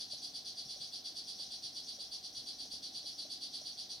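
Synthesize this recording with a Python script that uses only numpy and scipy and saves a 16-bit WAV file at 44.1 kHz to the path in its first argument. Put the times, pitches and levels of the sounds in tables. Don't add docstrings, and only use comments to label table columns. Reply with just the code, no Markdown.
import sys
import numpy as np
from scipy import signal
from scipy.fft import rfft, irfft
from scipy.io import wavfile
from scipy.ndimage import uniform_filter1d

SR = 44100
rng = np.random.default_rng(int(sys.argv[2]) if len(sys.argv) > 2 else 0)


def transcribe(u):
    v = np.clip(np.atleast_2d(u).T, -1, 1)
    q = np.round(v * 32767).astype(np.int16)
    wavfile.write(sys.argv[1], SR, q)


N = 176400


def near_frog():
    # (start [s], relative level [dB], nominal sac pitch [Hz])
    notes = [(-0.019, 1.3, 5180), (0.098, 0.6, 5150), (0.216, 0.2, 5220), (0.332, 0.2, 5210),
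             (0.449, -0.8, 5130.0), (0.564, -0.5, 5190), (0.68, 0, 5150), (0.798, -0.3, 5140),
             (0.917, -0.2, 5160), (1.037, 0.2, 5150), (1.15, 0.3, 5110), (1.268, 0.2, 5160),
             (1.381, 0.8, 5140), (1.499, -0.5, 5040), (1.62, 0.6, 5170), (1.746, 0, 5130),
             (1.866, -1.3, 5000), (1.986, -0.7, 5110), (2.108, 1.2, 5220), (2.225, -3.5, 5040),
             (2.344, -0.9, 5050), (2.458, 0, 5140), (2.581, -0.3, 5170.0), (2.702, 0.9, 5200),
             (2.819, -1.1, 5010), (2.936, 0.2, 5070), (3.05, 0.5, 5140), (3.174, 0.1, 5130.0),
             (3.293, 1.5, 5190), (3.407, 0.3, 5050), (3.525, 0.8, 5050), (3.646, 0, 5160),
             (3.768, 0.1, 5100), (3.888, -0.5, 5050)]
    # (frequency [Hz], gain [dB])
    voice_eq = [(1000, -6.5), (2200, -8), (2700, -2.5), (3350, 6), (4000, 0.5), (4500, -0.5), (4850, -4),
                (5200, -8.5), (5700, -5), (6400, -8), (7300, -4.5), (8500, 0), (10000, -1.5), (11200, 4),
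                (12500, -3), (16000, -11)]
    trill = np.zeros(N)
    for (start, db, sac_hz), haste in zip(notes, rng.standard_normal(len(notes))):
        note = sac_note(length_s=0.061, attack_s=0.026, release_s=0.039,
                        pulse_hz=395 * (1 + 0.06 * haste), slowing=0.28, jitter=0.06, uneven_db=1.5,
                        sac_hz=sac_hz, scoop=0.27, scoop_s=0.0097, sag=0.13,
                        ring_s=0.00026, octave_ring_s=0.00032, octave_db=-20, bite_db=15)
        add(trill, start, amp(db) * note)
    voice = colour(trill, voice_eq)
    return amp(-46.5) * glass_tank(voice, direct_db=-5.5, modes_db=7.5, width_db=2, build_s=0.00036)


def far_frog():
    # (start [s], relative level [dB])
    notes = [(-.03, 2.5), (0.071, -1.5), (.166, 0), (.258, -3.5), (0.344, -3), (0.445, 2), (0.549, -0.5),
             (0.645, 0.5), (.745, -0.5), (0.843, -0.5), (.943, -1), (1.039, -1.5), (1.142, -0.5),
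             (1.235, -0.5), (1.336, 0.5), (1.435, 0), (1.53, 0), (1.622, -0.5), (1.72, 0), (1.822, 1),
             (1.917, 1), (2.031, -2), (2.128, -2.5), (2.226, 0.5), (2.325, 0.5), (2.416, -1.5),
             (2.521, -1.5), (2.626, -1), (2.714, -2), (2.817, 1), (2.919, -1), (3.018, 0), (3.115, -0.5),
             (3.207, -1.5), (3.303, -5.5), (3.4, -1), (3.496, -1.5), (3.598, 1), (3.701, -1.5),
             (3.797, -0.5), (3.89, 0)]
    # (frequency [Hz], gain [dB])
    voice_eq = [(1000, -31), (2400, -43), (3400, 6), (4500, 2.5), (5800, -0.5), (6400, -3.5), (7200, -16),
                (10000, 18.5), (13000, -38), (16000, -18)]
    trill = np.zeros(N)
    for (start, db), haste in zip(notes, rng.standard_normal(len(notes))):
        note = sac_note(length_s=0.058, attack_s=0.006, release_s=0.012,
                        pulse_hz=410 * (1 + 0.05 * haste), slowing=0.3, jitter=0.07, uneven_db=2.8,
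                        sac_hz=5803, scoop=0.2, scoop_s=0.0039, sag=0.034,
                        ring_s=0.0003, octave_ring_s=0.00034, octave_db=-35, bite_db=3)
        add(trill, start, amp(db) * note)
    voice = colour(trill, voice_eq)
    return amp(-55) * glass_tank(voice, direct_db=-1.5, modes_db=12, width_db=-1, build_s=0.0042)


def sac_note(length_s, attack_s, release_s, pulse_hz, slowing, jitter, uneven_db,
             sac_hz, scoop, scoop_s, sag, ring_s, octave_ring_s, octave_db, bite_db):
    out = np.zeros(int((length_s + 0.02) * SR))
    t = np.arange(256) / SR
    ring, octave_ring = (t / tau * np.exp(-t / tau) for tau in (ring_s, octave_ring_s))
    start = 0
    for gap, size, detune in rng.standard_normal((48, 3)):
        if start >= length_s:
            break
        age, onset = start / length_s, np.exp(-start / scoop_s)
        pitch_hz = sac_hz * (1 - scoop * onset - sag * age ** 2) * (1 + 0.028 * detune)
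        phase = 2 * np.pi * pitch_hz * t
        octave_gain = amp(octave_db + bite_db * onset)
        pulse = ring * np.sin(phase) + octave_gain * octave_ring * np.sin(2 * phase)
        envelope = min((start + 0.0012) / attack_s, 1, (length_s - start) / release_s)
        add(out, start, envelope * amp(uneven_db * size) * pulse)
        start += (1 + slowing * age) / pulse_hz * np.exp(jitter * gap)
    return unit(out)


def glass_tank(voice, direct_db, modes_db, width_db, build_s):
    # (frequency [Hz], relative level [dB], time to fall 60 dB [s])
    modes = [(3310, -10, .18), (3442, -8, .22), (3490, -5, .2), (3591, -8, .2), (3830, -6, .22),
             (3880, -1, .22), (4082, -4, .18), (4236, -7, .22), (4319, 0, .22), (4378, -1, .24),
             (4409, -3, .17), (4572, 0, .11), (4700, -6, .12), (4940, 3, .15), (5614, -5, .17),
             (5742, -6, .17), (9290, -5, .08), (9800, -7, .08), (10180, -7, .08)]
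    # (frequency [Hz], time to fall 60 dB [s])
    tail_t60 = [(2500, 0.33), (4500, 0.34), (7000, 0.32), (10000, 0.22), (15000, 0.045)]
    # (frequency [Hz], relative side gain [dB])
    side_eq = [(2500, -7.5), (4500, -7), (6500, -4.5), (9000, -6), (10500, -61), (12000, -29)]
    t = np.arange(SR // 3) / SR
    polarity = rng.choice([-1., 1.], (2, len(t)))
    reflections = polarity * (rng.random((2, len(t))) < 6000 / SR)
    hz, frame_s, bands = signal.stft(reflections, SR, nperseg=128)
    bands *= amp(-60 * frame_s / curve_at(tail_t60, hz)[:, None])
    tail = signal.istft(bands, SR, nperseg=128)[1][:, :len(t)]
    tail *= 1 - np.exp(-t / build_s)
    response = tail / np.linalg.norm(tail, axis=1, keepdims=True)
    response[0, 0] += amp(direct_db)
    for mode_hz, db, t60 in modes:
        decay = amp(-60 * t / t60)
        response[0] += 2 * amp(db + modes_db) * decay / decay.sum() * np.cos(2 * np.pi * mode_hz * t)
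    mid, side = signal.fftconvolve(voice[None], response, axes=1)[:, :N]
    return unit(stereo(mid, amp(width_db) * colour(side, side_eq)))


def knocks_and_bumps():
    # (time [s], level [dB], pitch [Hz])
    knocks = [(.133, -49, 570), (.762, -50.5, 545), (.81, -56, 530), (1.396, -53, 580), (1.986, -50, 570),
              (2.655, -53.5, 625), (2.735, -53.5, 615), (3.043, -53.5, 598), (3.251, -48.5, 600),
              (3.614, -49.5, 600)]
    # (time [s], level [dB], pitch [Hz])
    bumps = [(.13, -63, 130), (.655, -58, 139), (.8, -61, 144), (1.641, -63, 131), (2.373, -60, 124),
             (2.73, -58.5, 89)]
    return (soft_blows(knocks, rise_s=0.0012, t60=0.036, rough=1.0)
            + soft_blows(bumps, rise_s=0.0023, t60=0.16, rough=0.79))


def soft_blows(hits, rise_s, t60, rough):
    t, out = np.arange(SR // 4) / SR, np.zeros(N)
    for start, db, hz in hits:
        noise = rng.standard_normal(len(t))
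        grain = unit(uniform_filter1d(uniform_filter1d(noise, 110), 70))
        envelope = amp(db - 60 * t / t60) * (1 - np.exp(-t / rise_s))
        phase = 2 * np.pi * hz * t
        add(out, start, envelope * (np.sin(phase) + rough * grain * np.cos(phase)))
    return out


def room_tone(level_db=-63.5):
    # (frequency [Hz], gain [dB])
    room_eq = [(20, -51), (33, -41), (48, -1.5), (85, -11), (140, -3.5), (200, -3.5), (265, -3.5),
               (380, -4.5), (520, -6), (760, -3.5), (900, -7.5), (1250, -11), (2000, -12.5), (4000, -13.5),
               (8000, -20), (14000, -20.5), (16300, -28.5)]
    # (frequency [Hz], left-right correlation [-1 to 1])
    image = [(50, 0.96), (140, 0.98), (280, 0.73), (550, 0.39), (1100, -0.43), (2000, -0.22), (6000, -0.93),
             (11000, 1), (14000, 1)]
    correlation = np.clip(curve_at(image, np.fft.rfftfreq(N, 1 / SR)), -1, 1)
    mid, side = rfft(rng.standard_normal((2, N)))
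    spectrum = stereo(mid * np.sqrt(1 + correlation), side * np.sqrt(1 - correlation))
    return amp(level_db) * unit(colour(irfft(spectrum, N), room_eq))


def drone(centre_hz=275, half_width_hz=38, spread=0.12):
    # (time [s], level [dB])
    swells = [(0, -83), (.25, -67.5), (.5, -85), (.9, -80), (1.08, -68), (1.4, -80.5), (1.75, -75),
              (2.15, -86), (2.45, -69), (2.9, -68.5), (3.1, -68.5), (3.35, -68), (3.7, -76), (4, -79)]
    hz = np.fft.rfftfreq(N, 1 / SR)
    band = 1 / (1 + ((hz - centre_hz) / half_width_hz) ** 2)
    mid, side = irfft(rfft(rng.standard_normal((2, N))) * band, N)
    level_db = np.interp(np.arange(N) / SR, *np.transpose(swells))
    return amp(level_db) * unit(stereo(mid, spread * side))


def motor_hum(mains_hz=50, waver_rad=0.41):
    # (frequency [multiples of mains], level [dB])
    partials = [(2, -80), (3, -85), (4, -80.5), (5, -78), (6, -89.5), (7, -80), (9, -85.5), (12.5, -82),
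                (13.5, -83), (14.5, -78), (15, -79.5), (15.5, -76.5)]
    t, out = np.arange(N) / SR, np.zeros(N)
    for multiple, db in partials:
        drift = np.interp(t, np.linspace(0, N / SR, 16), rng.standard_normal(16))
        phase = 2 * np.pi * (multiple * mains_hz * t + rng.random())
        out += np.sqrt(2) * amp(db) * np.sin(phase + waver_rad * drift)
    return out


def amp(db):
    return 10 ** (np.asarray(db) / 20)


def unit(x):
    return x / np.sqrt(np.mean(x ** 2) + 1e-20)


def stereo(mid, side):
    return np.array([mid + side, mid - side])


def curve_at(points, hz):
    point_hz, value = np.transpose(points)
    return np.interp(np.log(hz + 1), np.log(point_hz + 1), value)


def colour(x, eq):
    return irfft(rfft(x) * amp(curve_at(eq, np.fft.rfftfreq(N, 1 / SR))), N)


def add(mix, start_s, sound):
    at = round(start_s * SR)
    sound = sound[max(-at, 0):]
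    part = mix[max(at, 0):][:len(sound)]
    part += sound[:len(part)]


def scene():
    return near_frog() + far_frog() + room_tone() + drone() + motor_hum() + knocks_and_bumps()


def record(dry):
    high_cut = signal.firwin(511, 16400, window=("kaiser", 9), fs=SR)
    return signal.oaconvolve(dry, high_cut[None], "same")


dry = scene()
out = record(dry)
transcribe(out)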